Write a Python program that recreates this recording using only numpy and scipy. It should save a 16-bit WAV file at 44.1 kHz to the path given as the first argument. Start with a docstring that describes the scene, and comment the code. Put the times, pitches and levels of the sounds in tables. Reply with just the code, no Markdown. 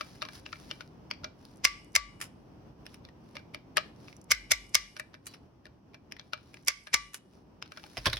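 """Torque screwdriver on a metal mount

A small torque screwdriver, close to the microphone, tightens the screws of a hand-held metal mount over a workbench.
At the set torque its cam creaks, scrapes up a ramp, catches and snaps over: shaped noise through the handle's
resonances, with decaying sines for shaft and spring. In between, filtered noise bursts make the bit knock in the screw
heads and slide out of them; at the end the driver is laid on the bench. A small room with a low rumble."""
import sys
import numpy as np
from scipy import signal
from scipy.fft import rfft, irfft, next_fast_len
from scipy.io import wavfile
from scipy.ndimage import uniform_filter1d, minimum_filter1d

SR = 44100
rng = np.random.default_rng(int(sys.argv[2]) if len(sys.argv) > 2 else 0)


def wav_record(signal):
    """Record a signal, one row per channel, as 16-bit PCM in the file named by sys.argv[1]."""
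    frames = np.transpose(np.atleast_2d(signal))
    bounded = np.clip(frames, -1, 1)
    # unit amplitude maps onto the largest positive 16-bit level
    quanta = np.round(bounded * 32767).astype(np.int16)
    wavfile.write(sys.argv[1], SR, quanta)


N = 361179
TIME = np.arange(N) / SR
AGE = TIME[:SR]  # 1 s of time since an onset

# clutch snaps: start_s, level_db, catch_lead_s, catch_db, scrape_db, treble_db, shaft_db, spring_db, thump_db
SNAPS = [(1.6506, 7, 0.006, -21.5, -27.5, 0.5, -29, -33, -43.5),
         (1.9617, 2, 0.0085, -11, -23.5, 4.5, -26.5, -31.5, -38),
         (4.3178, 0, 0.0085, -23, -19.5, 6.5, -48.5, -33, -40.5),
         (4.5191, 3, 0.008, -17, -16, 4.5, -44, -35.5, -42),
         (4.7522, -0.5, 0.006, -13, -26.5, 8.5, -40, -35, -47),
         (6.683, 6, 0.0078, -26.5, -29, 2, -40, -47.5, -54.5),
         (6.9426, 2, 0.007, -22.5, -18.5, 0, -32.5, -35.5, -48.5)]
# bit against screw head or mount: start_s, level_db, resonance_hz, tick_db
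KNOCKS = [(0.008, -31.5, 1296, -17), (0.22, -33, 3680, -20.5), (0.225, -31.5, 1258, -18),
          (0.252, -39.5, 1240, -23), (0.287, -41, 1710, -18), (0.463, -39, 2670, -38),
          (0.528, -34.5, 1336, -42), (0.712, -32, 2900, -36), (0.808, -40, 1440, -25),
          (1.112, -28.5, 4580, -22.5), (1.244, -32.5, 1372, -33), (3.051, -48.5, 3610, -17.5),
          (3.354, -43, 585, -15), (3.368, -36.5, 2240, -23.5), (3.546, -36, 2170, -13),
          (3.769, -21, 1804, -8), (3.773, -22.5, 637, -30.5), (3.777, -23, 1248, -33.5),
          (4.083, -47, 2380, -19), (4.966, -39.5, 1596, -13), (4.997, -33, 1720, -9),
          (5.142, -44.5, 1730, -27), (5.655, -48.5, 1774, -15.5), (5.944, -47.5, 2320, -18),
          (6.122, -38, 4980, -12.5), (6.196, -42, 3410, -31), (6.334, -29.5, 1366, -19.5),
          (6.542, -45, 2270, -9.5), (6.871, -38.5, 1600, -14), (7.625, -35.5, 5060, -28),
          (7.72, -42.5, 1520, -13), (7.773, -40.5, 1440, -16), (7.839, -45, 845, -21)]
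# driver touching the bench: start_s, clack_db, resonance_hz, boom_db
LANDINGS = [(7.97, -34, 710, -46.5), (7.976, -32.5, 4860, -68), (8.057, -20.5, 1550, -32.5),
            (8.062, -23, 1056, -38.5), (8.069, -22.5, 3250, -32), (8.098, -36.5, 4200, -51),
            (8.131, -25.5, 3680, -46), (8.169, -32.5, 3220, -61)]
# treble colour of steel ticks: freq_hz, gain_db
TICK_COLOUR = [(1500, -26), (4000, -12), (5800, 7.5), (8000, 3.5), (11000, 4), (13500, -13.5), (16000, -10)]

CHATTER_T60_S, CHATTER_DB = 0.025, -12


def undb(db):
    """Decibels to gain."""
    return 10 ** (np.asarray(db) / 20)


def fade(t, t60_s):
    """Exponential decay, 60 dB in t60_s, starting at t = 0."""
    return (t >= 0) * np.exp(-np.log(1000) * np.abs(t) / t60_s)


def add(track, sound, start_s):
    """Mix a sound into a track from start_s."""
    start = max(int(start_s * SR), 0)
    part = sound[..., :N - start]
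    track[..., start:start + part.shape[-1]] += part


def noise(size, alike):
    """White noise at two ports; alike is the shared fraction of its power."""
    alike = np.clip(alike, 0, 1)
    shared = np.sqrt(alike) * rng.standard_normal(size)
    return shared + np.sqrt(1 - alike) * rng.standard_normal((2, size))


def slips(size, alike, spread_db, hold_s):
    """Stick-slip: noise in short grains of very uneven strength."""
    grain_gain = undb(spread_db * rng.exponential(size=size))
    grain_index = (np.arange(size) / max(hold_s * SR, 1)).astype(int)
    return grain_gain[grain_index] * noise(size, alike)


def waver(rate_hz, size):
    """Random wobble: unit-spread normal values joined by straight lines."""
    step = max(SR / rate_hz, 2)
    return np.interp(np.arange(size) / step, np.arange(size), rng.standard_normal(size))


def convolve(x, response):
    """Pass a sound through an impulse response, keeping its length."""
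    full = signal.fftconvolve(np.atleast_2d(x), np.atleast_2d(response), axes=-1)
    return full[:, :x.shape[-1]]


def colour(x, points, size=4096):
    """Minimum-phase filter through (freq_hz, gain_db) points, by folding the cepstrum."""
    hz, db = np.transpose(points)
    grid_hz = np.maximum(np.fft.rfftfreq(size, 1 / SR), 1)
    gain = undb(np.interp(np.log(grid_hz), np.log(hz), db))
    cepstrum = irfft(np.log(gain))
    cepstrum[1:size // 2] *= 2
    cepstrum[size // 2 + 1:] = 0
    return convolve(x, irfft(np.exp(rfft(cepstrum))))


def resonate(x, hz, width_hz):
    """One resonance, gain 1 at its centre."""
    return signal.lfilter(*signal.iirpeak(hz, hz / width_hz, fs=SR), x)


def brighten(x, db, corner_hz):
    """First-order treble shelf."""
    low = signal.lfilter(*signal.butter(1, corner_hz, fs=SR), x)
    return low + undb(db) * (x - low)


def ring(modes):
    """Struck modes as decaying sines, each detuned slightly at every blow."""
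    total = 0
    for hz, db, t60_s in modes:
        detuned_hz = hz * (1 + .001 * rng.standard_normal())
        total = total + undb(db) * fade(AGE, t60_s) * np.sin(2 * np.pi * detuned_hz * AGE)
    return total


def unit(x):
    """Scale a contact to the energy, over both ports, of 10 ms at rms 1."""
    return x / np.sqrt(np.sum(x ** 2) / (.01 * SR))


def strike(start_s, db, hz, tick_db, t60_s, chatter_db, size=8000):
    """One contact as (sound, start): scuff, impact and uneven chatter excite one resonance and a treble tick."""
    # broad body of a contact: freq_hz, gain_db
    tap_colour = [(100, -29), (400, -2.5), (700, -6.5), (1300, 1), (2500, 5), (3600, 0.5), (5500, 0.5),
                  (7500, -21.5), (11000, -27.5), (16000, -33.5)]
    lead_s, scuff_db = .01, -31  # steel brushes steel just before contact
    note_db, note_q = -3, 4.9  # note level against the body; Q of each of two passes
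    t = AGE[:size] - lead_s
    chatter = undb(chatter_db) * fade(t, max(t60_s, .002))
    scuff = undb(scuff_db) * fade(-t, 0.097)
    impact = fade(t, .004) * noise(size, alike=0.61)
    contact = impact + (chatter + scuff) * slips(size, alike=0.43, spread_db=4.0, hold_s=0.00041)
    note = resonate(resonate(contact, hz, hz / note_q), hz, hz / note_q)
    body = unit(unit(colour(contact, tap_colour)) + undb(note_db) * unit(note))
    tick = undb(tick_db) * unit(colour(contact, TICK_COLOUR))
    return undb(db) * unit(body + tick), start_s - lead_s


def rumble():
    """Steady room rumble with a slight flicker, turned down after 4.3 s by the recorder's slow automatic gain."""
    # recorder's slow gain on the rumble: time_s, level_db
    slow_gain = [(0, -53.5), (4.3, -53), (4.4, -55), (5.2, -59), (6.3, -57.5), (7.1, -60.5), (7.9, -57)]
    # spectrum: freq_hz, gain_db
    rumble_colour = [(20, -34), (32, -17.5), (50, -8.5), (130, -5), (300, -8.5), (480, -17.5), (1000, -23),
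                     (1450, -32), (2100, -38), (3000, -38), (3800, -45.5), (5700, -40.5), (7000, -56),
                     (16000, -56.5)]
    # the bass is alike at both ports, the hiss is not
    highpass = signal.butter(1, 600, "high", fs=SR, output="sos")
    side = signal.sosfilt(highpass, rng.standard_normal(N))
    air = colour(rng.standard_normal(N) + side * np.array([[1], [-1]]), rumble_colour)
    level_db = np.interp(TIME, *np.transpose(slow_gain)) + 1.6 * waver(rate_hz=16, size=N)
    return air / np.std(air) * undb(level_db)


def rubbing():
    """Skin and steel slide in short strokes: a soft hiss of tiny slips, with faint ticks as the bit shifts."""
    # strokes of fingers and tool: middle_s, length_s, level_db
    rubs = [(0.03, 0.44, -57), (.355, 0.071, -51), (.64, 0.36, -58), (1.48, 0.19, -65.5),
            (2.92, 0.1, -63.5), (3.326, 0.21, -71.5), (4.08, 0.19, -62), (5.308, .1, -62),
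            (6.274, 0.11, -73), (6.53, .25, -66.5), (7.354, 0.14, -72), (7.827, 0.21, -61.5),
            (8.09, 0.32, -54)]
    # spectrum: freq_hz, gain_db
    rub_colour = [(300, -11.5), (1500, -1), (3000, -4), (5500, 2), (7500, -14), (11000, -6.5), (13500, -23),
                  (16000, -11.5)]
    ticks_per_s, tick_db = 20, 11.5
    stroke = sum(undb(db) * np.exp(-4 * ((TIME - s) / length_s) ** 2) for s, length_s, db in rubs)
    hiss = colour(slips(N, alike=0.59, spread_db=3.0, hold_s=0.00061), rub_colour)
    shifts = (rng.random(N) < ticks_per_s / SR) * rng.uniform(0.64, 1, N)
    ticks = colour(convolve(shifts, fade(AGE, 0.02)) * noise(N, alike=0.53), rub_colour)
    return stroke * (hiss + undb(tick_db) * ticks)


def chatter_t60_s(hz):
    """A knock chatters for longer the lower its resonance."""
    return CHATTER_T60_S * (1500 / hz) ** 0.61


def knocks():
    """The bit knocks as the hand takes a new grip; each knock shares out the mount's ring differently."""
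    # ring of the mount: freq_hz, level_db, t60_s
    mount_modes = [(617, -1.5, 0.098), (1244, -2.5, 0.079), (1650, -6.5, .08), (2344, -3.5, .13),
                   (2758, -7.5, 0.046), (3400, -12, 0.025)]
    mount_ring_db = -11  # against the knock
    # above tip_hz the tip alone makes the knock and rings the mount less
    tip_hz, drop_db_per_octave = 2190, 8
    out = np.zeros((2, N))
    for s, db, hz, tick_db in KNOCKS:
        add(out, *strike(s, db, hz, tick_db, chatter_t60_s(hz), CHATTER_DB))
        modes = [(mode_hz, mode_db + 2.3 * rng.standard_normal(), t60_s)
                 for mode_hz, mode_db, t60_s in mount_modes]
        ring_db = mount_ring_db - drop_db_per_octave * max(np.log2(hz / tip_hz), 0)
        add(out, undb(db + ring_db) * ring(modes), s)
    return out


def rattles():
    """The bit has play: a faint contact follows each knock with random gap, strength and pitch."""
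    within_s, level_db, spread_db, centre_hz, tick_db = .045, -53, 4.5, 1987, -18
    out = np.zeros((2, N))
    for s, *_ in KNOCKS:
        gap, strength, octaves = rng.uniform(-1, 1, 3)
        start_s = s + within_s * abs(gap)
        db = level_db + spread_db * strength
        hz = centre_hz * 2 ** (octaves / 2)
        add(out, *strike(start_s, db, hz, tick_db, CHATTER_T60_S, CHATTER_DB))
    return out


def creaks():
    """While the hand winds up to a snap, the loaded cam slips in faint bright random ticks."""
    wind_up_s, creaks_per_s, level_db, spread_db, t60_s = 0.16, 25, -55.5, 4, 0.012
    loaded = sum((TIME > s - wind_up_s) & (TIME < s) for s, *_ in SNAPS)
    happens = rng.random(N) < creaks_per_s / SR
    ticks = loaded * happens * undb(level_db + spread_db * rng.standard_normal(N))
    return colour(convolve(ticks, fade(AGE, t60_s)) * noise(N, alike=.6), TICK_COLOUR)


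def clutch():
    """The cam scrapes up its ramp, catches, snaps over and rebounds; the handle barks, shaft and spring ring on."""
    # ring of the shaft: freq_hz, level_db, t60_s
    shaft_modes = [(1153, 0, .28), (1670, -14, .2)]
    # ring of the spring: freq_hz, level_db, t60_s
    spring_modes = [(1992, -1, .28), (2093, 7, .18), (2150, -3, .16), (2275, 2, .06), (2376, -6, .32),
                    (2922, -15, .6), (5300, -6, .1)]
    # short resonances of the handle: freq_hz, width_hz, level_db
    handle_modes = [(648, 70, -4.5), (1203, 34, -3), (1635, 130, -6), (2220, 190, 11.5), (2800, 110, -4.5),
                    (3519, 1800, -5.5), (5100, 710, 6), (5833, 400, -3)]
    # bare crack of steel on steel: freq_hz, gain_db
    crack_colour = [(100, -15), (450, -10), (850, -24.5), (1500, -11.5), (4000, -10.5), (6500, -15),
                    (8500, -19), (11000, -17), (13500, -32), (15000, -23)]
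    force, rings = np.zeros((2, N)), np.zeros((2, N))
    lead_s = .04
    t = AGE[:int(2 * lead_s * SR)] - lead_s
    for s, db, catch_lead_s, catch_db, scrape_db, treble_db, shaft_db, spring_db, _ in SNAPS:
        hard = fade(t, .003) + undb(catch_db) * fade(t + catch_lead_s, 0.0043)
        # the cam slides loudest for about 12 ms, tips over the crest, then lands again: all duller than the snap
        ramp = fade(-t, 0.037) * np.where(t > -.0125, 1, .3)
        crest = undb(-1.0) * fade(t + 0.0012, 0.0048)
        sliding = undb(scrape_db) * (ramp + crest)
        rebound = undb(-4.5) * fade(t - .0019, 0.0049) + undb(-22.0) * fade(t, 0.08)
        soft = (sliding + rebound) * slips(len(t), alike=0.63, spread_db=3.0, hold_s=0.0009)
        contact = hard * noise(len(t), alike=0.3) + brighten(soft, db=-15.5, corner_hz=3900)
        add(force, undb(db) * brighten(contact, treble_db, corner_hz=4000), s - lead_s)
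        add(rings, undb(shaft_db) * ring(shaft_modes) + undb(spring_db) * ring(spring_modes), s)
    bark = sum(undb(db) * resonate(force, hz, width_hz) for hz, width_hz, db in handle_modes)
    return colour(force, crack_colour) + bark + rings


def recoil():
    """Each snap jolts the hands: a soft thump that sinks in pitch."""
    out = np.zeros(N)
    pitch_hz = 46 + 70 * fade(AGE, 0.12)
    envelope = np.exp(-(AGE / 0.11) ** 2)
    for s, *_, thump_db in SNAPS:
        add(out, undb(thump_db) * envelope * np.sin(2 * np.pi * np.cumsum(pitch_hz) / SR), s)
    return out


def slides():
    """The bit grazes the rim of a screw head, rattles brightly along it and rings from the first full contact."""
    # bit leaving or entering a screw head: start_s, level_db, rattle_t60_s, tick_db
    slide_events = [(2.213, -29.5, 0.118, -1.5), (2.865, -43, 0.018, -9.5), (2.943, -48, 0.016, -5.5),
                    (5.268, -37.5, 0.054, 3.5), (5.338, -46, 0.075, -11), (7.144, -35, 0.075, 2)]
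    # ring of the bit: freq_hz, level_db, t60_s
    bit_modes = [(1263, -27, 0.067), (2940, -18, 0.16)]
    slide_hz, graze_lead_s, graze_db = 5100, 0.01, -16.5
    out = np.zeros((2, N))
    for s, db, t60_s, tick_db in slide_events:
        add(out, *strike(s - graze_lead_s, db + graze_db, slide_hz, tick_db, CHATTER_T60_S, CHATTER_DB))
        add(out, *strike(s, db, slide_hz, tick_db, t60_s, CHATTER_DB))
        add(out, undb(db) * ring(bit_modes), s)
    return out


def ping():
    """Once, on its way out, the bit's steel tip is plucked by the rim and rings in thin tones."""
    # ring of the tip: freq_hz, level_db, t60_s
    tip_modes = [(2980, -6, .18), (4063, 0, .26), (4620, 0, .26)]
    start_s, level_db = 5.268, -53.5
    out = np.zeros(N)
    add(out, undb(level_db) * ring(tip_modes), start_s)
    return out


def clatter():
    """The driver's handle clacks on the bench and rocks to rest: a run of noisy contacts."""
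    out = np.zeros((2, N))
    for s, db, hz, _ in LANDINGS:
        add(out, *strike(s, db, hz, tick_db=-14, t60_s=0.047, chatter_db=-9))
    return out


def bench():
    """The bench top booms in its own modes just after each landing."""
    # ring of the bench top: freq_hz, level_db, t60_s
    bench_modes = [(51, 3.5, 0.44), (84, -1.5, 0.1), (116.8, 6.5, 0.16), (210, 4, 0.02), (331, -1.5, 0.034),
                   (395, -6.5, 0.059), (538, 2.5, 0.041), (620, -2.5, 0.12), (1040, -5, .06)]
    boom_lag_s = .011
    out = np.zeros(N)
    for s, *_, boom_db in LANDINGS:
        add(out, undb(boom_db) * ring(bench_modes), s + boom_lag_s)
    return out


def ports(x):
    """Close to the microphone each pitch reaches the two ports with its own level and phase."""
    # tool at the two ports: freq_hz, left_minus_right_db, left_lead_rad
    port_offsets = [(200, 0.5, -3), (650, 0.5, -1.5), (1300, 9.5, 1.36), (2380, 1.5, 0.1), (3320, 4.5, 1.5),
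                    (5350, -2.5, -1), (8640, -1.5, -2.5), (11500, -0.5, 8.5), (12800, 1.5, 3.5),
                    (15800, 0.5, 1.5)]
    hz, db, lead_rad = np.transpose(port_offsets)
    size = next_fast_len(N + SR)
    grid_hz = np.fft.rfftfreq(size, 1 / SR)
    # half the offset goes to each port, in opposite senses
    half = undb(np.interp(grid_hz, hz, db) / 2) * np.exp(.5j * np.interp(grid_hz, hz, lead_rad))
    return irfft(rfft(x, size) * np.array([half, 1 / half]), size)[:, :N]


def room(x):
    """Diffuse noise tail from 3 ms on: each band has its own decay under a stronger, quick early part."""
    # bands of the tail: freq_hz, level_db, t60_s
    room_bands = [(300, -22.5, 0.29), (1000, -9, 0.22), (2090, -11.5, .34), (4000, -11, 0.33),
                  (6500, -17.5, 0.3), (9700, -26, 0.78), (14000, -24, .2)]
    hz, db, t60_s = np.transpose(room_bands)
    log_grid = np.log(np.maximum(np.fft.rfftfreq(len(AGE), 1 / SR), 1))
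    spectrum = rfft(noise(len(AGE), alike=0))
    tail = 0
    for share, band_db, band_t60_s in zip(np.eye(len(hz)), db, t60_s):
        envelope = (fade(AGE, band_t60_s) + undb(6) * fade(AGE, 0.069)) * (AGE > .003)
        band = irfft(spectrum * np.interp(log_grid, np.log(hz), share), len(AGE))
        tail = tail + undb(band_db) * envelope / np.linalg.norm(envelope) * band
    return convolve(x, tail)


def limit(x, ceiling_db, release_db_per_s, size=45):
    """Limiter: the gain drops just ahead of a peak and creeps back, ducking everything meanwhile."""
    over_db = np.maximum(20 * np.log10(np.abs(x).max(axis=0) + 1e-9) - ceiling_db, 0)
    release_db = release_db_per_s * TIME
    cut_db = np.maximum.accumulate(over_db + release_db) - release_db
    return x * uniform_filter1d(minimum_filter1d(undb(-cut_db), size), size)


def scene():
    """The tool works close to both ports and is put down slightly to the right, in a small room."""
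    tool = clutch() + knocks() + rattles() + slides() + creaks() + rubbing()
    pan_db = -1  # left minus right
    laid_down = clatter() * undb(np.array([[pan_db], [-pan_db]]) / 2)
    direct = ports(tool) + ping() + laid_down
    return direct + room(tool + laid_down) + recoil() + bench() + rumble()


def record(dry):
    """The recorder cuts the deepest bass, limits the peaks and cuts the top."""
    highpass = signal.butter(4, 38, "high", fs=SR, output="sos")
    lowpass = signal.ellip(10, .2, 80, 16300, fs=SR, output="sos")
    thinned = signal.sosfilt(highpass, dry)
    limited = limit(thinned, ceiling_db=-2.5, release_db_per_s=36.5)
    return signal.sosfilt(lowpass, limited)


dry = scene()
out = record(dry)
wav_record(out)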